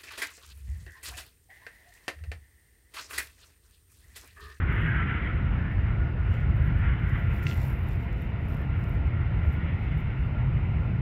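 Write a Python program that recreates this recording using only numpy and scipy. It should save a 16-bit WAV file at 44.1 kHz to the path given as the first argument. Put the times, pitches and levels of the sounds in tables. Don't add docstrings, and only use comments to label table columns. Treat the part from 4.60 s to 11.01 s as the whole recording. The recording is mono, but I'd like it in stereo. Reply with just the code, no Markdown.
import sys
import numpy as np
from scipy import signal
from scipy.fft import rfft, irfft
from scipy.io import wavfile
from scipy.ndimage import uniform_filter1d

SR = 44100
rng = np.random.default_rng(int(sys.argv[2]) if len(sys.argv) > 2 else 0)


def transcribe(signal):
    frames = np.atleast_2d(signal).T
    limited = np.clip(frames, -1, 1)
    pcm = np.round(limited * 32767).astype(np.int16)
    wavfile.write(sys.argv[1], SR, pcm)


N = 282681

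# (time [s], deep part [dB], upper part [dB], hoarse part [dB])
RUMBLE_SWELLS = [(0.0, -24, -25.5, -24.5), (0.27, -28.5, -18.5, -25), (0.55, -29.5, -27, -25),
                 (.85, -26.5, -23, -25.5), (1.15, -28, -22.5, -27.5), (1.58, -23.5, -28, -28.5),
                 (1.85, -27, -20.5, -28.5), (2.3, -21, -25, -27.5), (2.75, -25, -27.5, -27.5),
                 (3.1, -29, -25.5, -27), (3.5, -28, -26, -29), (4.2, -26.5, -27.5, -27),
                 (4.85, -24.5, -24, -29), (5.3, -26, -23.5, -28), (5.8, -27.5, -21.5, -28.5),
                 (6.41, -28.5, -21.5, -28)]
# (frequency [Hz], level [dB])
RUMBLE_COLOUR = [(12, -41), (25, -27), (35, -9), (50, 3.5), (85, 1), (110, 0), (140, -3.5), (180, -10),
                 (250, -17), (350, -21.5), (500, -30.5), (700, -75), (1500, -120)]
# (frequency [Hz], likeness [0-1], left lead [rad], left minus right [dB])
RUMBLE_STEREO = [(20, 0.93, 0, 2.5), (60, 0.99, -.05, 0), (131, .98, -.1, -0.1), (213, 0.99, -0.067, 0),
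                 (430, 0.7, 0.012, 0.5)]


def exhaust_rumble():
    def swell_db(hz, t):
        deep_db, upper_db, hoarse_db = follow(RUMBLE_SWELLS, t)
        upper, hoarse = above(hz, 100, steepness=3.7), above(hz, 171.7, steepness=7.6)
        return (1 - upper) * deep_db + (upper - hoarse) * upper_db + hoarse * hoarse_db
    return noise(RUMBLE_COLOUR, RUMBLE_STEREO, 4096, swell_db, patch_db=1, patch_hz=25, patch_s=.21)


# (time [s], level [dB], extra level above about 1900 Hz [dB])
HOWL_SWELLS = [(0.0, -38, -10), (0.07, -37, -5.5), (0.2, -34, -2.5), (0.36, -35.5, -5), (0.55, -38, 0),
               (0.68, -39, -2.5), (0.95, -44, -4), (1.08, -39.5, -8), (1.14, -46.5, -2.5), (1.6, -47, -7.5),
               (1.8, -44, -1), (1.93, -47, -4.5), (2.15, -41, -5), (2.27, -39.5, -1.5), (2.4, -44, -2),
               (2.56, -39.5, -4), (2.65, -45, -0.5), (3.1, -51.5, 0), (3.6, -56, 3.5), (4.3, -49.5, 0),
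               (4.95, -49, -0.5), (5.06, -46, 6), (5.16, -54, 6), (5.32, -49, 4), (5.5, -51, 2),
               (6.41, -62, 8)]
# (frequency [Hz], level [dB])
HOWL_COLOUR = [(530, -42), (900, -13), (1130, -12), (1310, -5), (1530, -4.5), (2010, -0.5), (2190, -2),
               (2450, -10.5), (2920, -11.5), (3390, -21), (3850, -34.5), (4500, -56.5), (5850, -85),
               (9900, -120)]
# (frequency [Hz], likeness [0-1], left lead [rad], left minus right [dB])
HOWL_STEREO = [(1010, 0.81, -0.47, -3), (1300, .92, 0.97, 3), (1720, 0.85, -1.4, -0.5), (2200, 1, -0.65, 0),
               (2400, 0.94, -.7, 3.5), (3000, 0.095, -0.4, -0.5), (3400, 1, 0.58, -6),
               (4170, 0.18, -0.96, 7)]
# (start [s], length [s], from [Hz], to [Hz], boost [dB])
SWISHES = [(0.059, 0.43, 2380, 1236, 4.5), (0.42, 0.21, 2080, 1192, 7)]


def fan_howl(flutter_db=1.5, swish_width_hz=170):
    def swell_db(hz, t):
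        level_db, treble_db = follow(HOWL_SWELLS, t)
        total_db = level_db + flutter_db * wander(t, .03) + above(hz, 1900, steepness=16) * treble_db
        for start, length, from_hz, to_hz, boost_db in SWISHES:
            progress = np.clip((t - start) / length, 0, 1)
            centre_hz = from_hz * (to_hz / from_hz) ** progress
            band = np.exp(-((hz - centre_hz) / swish_width_hz) ** 2)
            total_db = total_db + boost_db * np.sqrt(np.sin(np.pi * progress) + 1e-9) * band
        return total_db
    return noise(HOWL_COLOUR, HOWL_STEREO, 1024, swell_db, patch_db=3, patch_hz=45, patch_s=.053)


# (pitch [Hz], waver [Hz], left lead [rad], list of (time [s], level [dB]))
FAN_TONES = [(685.3, 1.3, .2, [(0, -63), (.85, -59), (1.4, -59), (2.35, -60), (4.0, -57.5), (4.7, -59.5),
             (5.4, -68), (6.41, -68)]), (1386, 4., 1.0, [(1.9, -70), (2.25, -51), (2.55, -52), (2.9, -46),
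             (3.05, -58), (3.5, -74), (3.9, -57), (4.2, -54), (4.55, -54), (4.9, -55), (5.1, -65),
             (5.35, -52), (5.6, -64), (5.78, -51), (5.98, -68), (6.2, -51), (6.41, -60)]),
             (1350, 4., .4, [(0, -62), (.25, -62), (.41, -48), (.46, -52), (.53, -39), (.68, -64),
             (1.25, -63), (1.37, -54), (1.6, -72), (2.1, -58)]), (1450, 4., .4, [(0, -53), (.07, -45),
             (.14, -57), (.24, -41), (.45, -59), (.55, -48), (.7, -63), (.95, -54), (1.17, -72),
             (1.43, -48), (1.55, -60), (2.13, -54), (2.5, -59), (3.0, -67), (4.8, -65), (5.01, -52),
             (5.2, -75)]), (2538, 7., .8, [(3, -71), (5, -69), (6.41, -71)]), (5308, 12., 2.1, [(4.2, -93),
             (5.2, -88), (6.41, -88)])]


def fan_tone(hz, waver_hz, lead, levels, flicker_db=3.5):
    t = np.arange(N) / SR
    flicker = unit_level(gain_of(flicker_db * wander(t, .035)))
    level = gain_of(follow(levels, t)[0]) * flicker
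    phase = 2 * np.pi * np.cumsum(hz + waver_hz * wander(t, .0678)) / SR
    start, end = levels[0][0], levels[-1][0]
    already_on = (start == 0) * (t < .1)
    fade = np.clip(np.minimum(t - start, end - t) / .1 + already_on, 0, 1)
    return np.sqrt(2) * level * fade * np.sin([phase + lead, phase])


# (frequency [Hz], level [dB])
WASH_COLOUR = [(260, -9.5), (500, -7), (800, -8), (1200, -10.5), (1400, -2.5), (1620, -12), (2050, -11.5),
               (2950, -17), (3300, -26), (3900, -30.5), (4250, -39), (4700, -39.5), (5300, -40.5),
               (6000, -52.5), (9000, -90.5)]
# (frequency [Hz], likeness [0-1], left lead [rad], left minus right [dB])
WASH_STEREO = [(313, 1, 0.5, -1), (504, 0.76, -0.5, 0.5), (750, 0.9, 1.17, -0.5), (1274, 0.16, -2, -0.5),
               (1400, 1, -4.5, -2), (1750, 0.085, -2, -1), (1960, 1, 0.5, 1), (2540, 0.62, -1.36, 0),
               (3350, 0.83, 3.5, 2), (3460, 0.17, 3, 7.5), (4080, 0.8, -7.5, -3.5), (4540, 0.63, -8, -6),
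               (5970, 0.02, 2.5, -3)]


def engine_wash():
    return gain_of(-44) * noise(WASH_COLOUR, WASH_STEREO, 1024, patch_db=1.2, patch_hz=250, patch_s=.07)


# (time [s], peak [dB], left minus right [dB])
TICKS = [(2.8677, -20, 4.5), (2.883, -32, -0.5), (2.8904, -39, 0.5), (2.8976, -35, -2), (2.913, -28, -1),
         (2.9236, -31, 5), (2.9314, -36, 5)]
# (pitch [Hz], level [dB], time to fade by 60 dB [s])
SHELL_NOTES = [(2080, 4, 0.01), (2690, 5.5, 0.0082), (3340, -2, 0.0065), (4260, -15, 0.0086),
               (5530, -20, 0.015), (6400, -24, 0.013), (7400, -30, 0.007)]


def camera_ticks(rise_s=.00033):
    out, t = np.zeros((2, N)), np.arange(1500) / SR
    hz, note_db, ring_s = np.transpose(SHELL_NOTES)[:, :, None]
    for time, peak_db, pan_db in TICKS:
        phase, uneven = rng.random((2, 2, len(SHELL_NOTES), 1))
        levels = gain_of(note_db + 4 * (uneven - .5) - 60 * t / ring_s)
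        notes = levels * np.sin(2 * np.pi * (hz * t + .4 * phase[0] + .1 * phase))
        tick = notes.sum(1) * (1 - np.exp(-t / rise_s))
        tick /= abs(tick).max(1, keepdims=True)
        add(out, time, gain_of(peak_db) * sides(pan_db)[:, None] * tick)
    return out


# (middle [s], length [s], level [dB], dull minus bright [dB], left minus right [dB])
STROKES = [(0.184, .08, -76.5, -11, -5), (0.268, .08, -74.5, -11, 0), (1.136, 0.057, -85, -14, -8.5),
           (1.74, 0.066, -76.5, 6, -1.5), (1.81, .04, -79.5, 5, 1), (1.97, 0.042, -78.5, -13.5, -11),
           (2.056, 0.092, -76.5, -10.5, -9), (2.19, 0.032, -77, -3.5, -8), (2.396, .04, -80, -10, -3),
           (2.492, .08, -74, -5, -7), (2.59, 0.11, -71, -4, 3), (2.764, 0.087, -63.5, -5, -7),
           (2.837, 0.021, -62, -6, -2), (2.89, .05, -66.5, 17, 1), (2.94, .07, -60, 0, 0),
           (3.02, 0.06, -70, 12, 0), (3.065, 0.11, -55, -10, -4), (3.193, 0.12, -71, -10, 1),
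           (3.31, 0.067, -66, -0.5, 0), (3.42, 0.13, -72.5, -4, -4), (3.612, 0.1, -72, -1, -1),
           (3.927, 0.12, -67.5, -5, 1), (4.024, .05, -83, -10, 2), (4.214, 0.078, -73.5, -5.5, 1),
           (4.316, 0.098, -72, -5, -1), (4.86, 0.066, -76.5, -5, -3), (4.93, .06, -71.5, -5, 0),
           (5.229, .07, -81, 2, 4), (5.397, .04, -74.5, -4, 0), (5.636, .06, -78, -9.5, 5),
           (6.254, 0.041, -86, -9, 3)]


def jacket_rustle(slips_per_s=1100, spread_db=2, slip_s=.0006, resting_db=-88.5, clump_db=1.5):
    block = 64
    t = np.arange(0, N, block) / SR
    bright_gain = np.full((2, len(t)), gain_of(resting_db))
    dull_gain = bright_gain * gain_of(4)
    for middle, length, level_db, dull_db, pan_db in STROKES:
        fall_db = 7.5 * abs(2 * (t - middle) / length) ** 1.4
        stroke = gain_of(level_db - fall_db) * sides(pan_db)[:, None]
        bright_gain += stroke
        dull_gain += gain_of(dull_db) * stroke
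    slip_sizes = gain_of(spread_db * np.minimum(rng.exponential(1, N), 4))
    slips = slip_sizes * (rng.random(N) < slips_per_s / SR)
    bursts = unit_level(signal.lfilter([1], [1, -np.exp(-1 / (SR * slip_s))], slips))
    rubbing = unit_level((1 + bursts) * rng.standard_normal((2, N)))
    bright, dull = cloth_voices(rubbing)
    clumps = gain_of(clump_db * wander(t, .0075))
    bright_gain, dull_gain = np.repeat(clumps * [bright_gain, dull_gain], block, axis=2)[..., :N]
    return bright_gain * bright + dull_gain * dull


# (time [s], level [dB], left minus right [dB], dull minus bright [dB])
SNAPS = [(0.1266, -58, 6, -4), (0.1555, -56, -6.5, -16), (0.2119, -55, -4, -18), (1.1243, -63.5, 1, -10),
         (1.7402, -62, -3, 6), (1.9644, -61, -9, -20), (2.0283, -60, -13, -14), (2.0747, -59, -9, -18),
         (2.1869, -62.5, -8, -8), (2.4956, -55, -5, -2), (2.7541, -55, -15, -18), (2.829, -48, 3, -9),
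         (2.8674, -54.5, 2, -3), (2.9113, -57, 2, -2), (2.9706, -50, 0, -16), (3.2345, -55.5, -4, -16),
         (3.2708, -55, -2.5, -13), (3.2859, -49, -6, -15), (3.5285, -60, 1.5, 4), (3.62, -50.5, -7, -13),
         (3.8853, -53.5, 0, -10), (3.9469, -53, -1, -5), (3.9684, -57, 3, -17), (4.015, -60, -7, -15),
         (4.1934, -57, 2, -14), (4.2398, -60, 2, 6), (4.294, -53, 1.5, -16), (4.4722, -69, 3, 12),
         (4.9317, -59, 3, -6), (5.3805, -57, 10, -13)]


def jacket_snaps(decay_s=.00096):
    out, t = np.zeros((2, N)), np.arange(512) / SR
    for time, level_db, pan_db, dull_db in SNAPS:
        burst = rng.standard_normal((2, 512)) * np.exp(-abs(t - .002) / decay_s)
        bright, dull = cloth_voices(burst)
        snap = bright + gain_of(dull_db) * dull
        add(out, time - .001, gain_of(level_db) * sides(pan_db)[:, None] * snap)
    return out


# (frequency [Hz], level [dB])
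CLOTH_BRIGHT = [(6000, -40), (8500, -16), (10000, -11), (11000, -4), (12800, 0), (14000, -2.5), (15700, -5),
                (16500, -40)]
CLOTH_DULL = [(2500, -23.5), (3500, 0), (4500, -3.5), (5500, -3), (6400, -8.5), (7500, -4.5), (8200, -14.5),
              (9500, -19), (12000, -29)]


def cloth_voices(sound):
    length = sound.shape[-1]
    hz = np.fft.rfftfreq(length, 1 / SR)
    filters = [unit_level(gain_of(look_up(colour, hz)[0])) for colour in (CLOTH_BRIGHT, CLOTH_DULL)]
    return [irfft(rfft(sound) * gains, length) for gains in filters]


# (frequency [Hz], level [dB])
HISS_COLOUR = [(4500, -32), (6000, -3.5), (7500, 1.5), (9000, -11.5), (10300, -8), (12000, 2), (15700, -3),
               (16500, -42.5)]


def microphone_hiss():
    return gain_of(-86) * noise(HISS_COLOUR, stereo=[(1, .003, 0, 0)], size=512)


def noise(colour, stereo, size, swell_db=lambda hz, t: 0, patch_db=0, patch_hz=400, patch_s=.08):
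    hop = size // 4
    slices, hz = N // hop + 5, np.fft.rfftfreq(size, 1 / SR)[:, None]
    a, b, c, d, patches = rng.standard_normal((slices, len(hz), 5)).T
    for _ in range(2):
        patches = uniform_filter1d(patches, max(round(patch_hz * size / SR), 1), 0)
        patches = uniform_filter1d(patches, max(round(patch_s * SR / hop), 1), 1)
    likeness, lead, pan_db = look_up(stereo, hz)
    left, unrelated = a + 1j * b, c + 1j * d
    right = likeness * left * np.exp(-1j * lead) + np.sqrt(np.maximum(1 - likeness ** 2, 0)) * unrelated
    spectra = np.array([left, right]) * gain_of(look_up(colour, hz)[0]) * sides(pan_db)
    steady = signal.istft(spectra, nperseg=size, noverlap=size - hop)[1]
    spectra *= gain_of(swell_db(hz, np.arange(slices) * hop / SR) + patch_db * unit_level(patches))
    return signal.istft(spectra, nperseg=size, noverlap=size - hop)[1][:, :N] / steady.std()


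def wander(t, span_s):
    width = max(round(span_s / (t[1] - t[0])), 1)
    return unit_level(uniform_filter1d(uniform_filter1d(rng.standard_normal(len(t)), width), width))


def gain_of(db):
    return 10 ** (np.asarray(db) / 20)


def unit_level(x):
    return x / np.sqrt(np.mean(x ** 2) + 1e-20)


def look_up(rows, hz):
    row_hz, *columns = np.transpose(rows)
    return np.array([np.interp(np.log(hz + 1), np.log(row_hz + 1), column) for column in columns])


def follow(rows, t):
    times, *columns = np.transpose(rows)
    return [np.interp(t, times, column) for column in columns]


def above(hz, edge_hz, steepness):
    return 1 / (1 + (edge_hz / (hz + 1)) ** steepness)


def sides(pan_db):
    return gain_of(np.array([pan_db / 2, -pan_db / 2]))


def add(mix, start_s, sound):
    part = mix[:, round(start_s * SR):][:, :sound.shape[1]]
    part += sound[:, :part.shape[1]]


def scene():
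    tones = sum(fan_tone(*row) for row in FAN_TONES)
    engines = exhaust_rumble() + fan_howl() + tones + engine_wash()
    return engines + camera_ticks() + jacket_rustle() + jacket_snaps() + microphone_hiss()


def record(dry, fade_s=.002, cutoff_hz=15750):
    faded = dry * signal.windows.tukey(N, 2 * fade_s * SR / N)
    low_pass = signal.firwin(511, cutoff_hz, window=("kaiser", 9), fs=SR)
    return signal.oaconvolve(faded, low_pass[None], "same")


dry = scene()
out = record(dry)
transcribe(out)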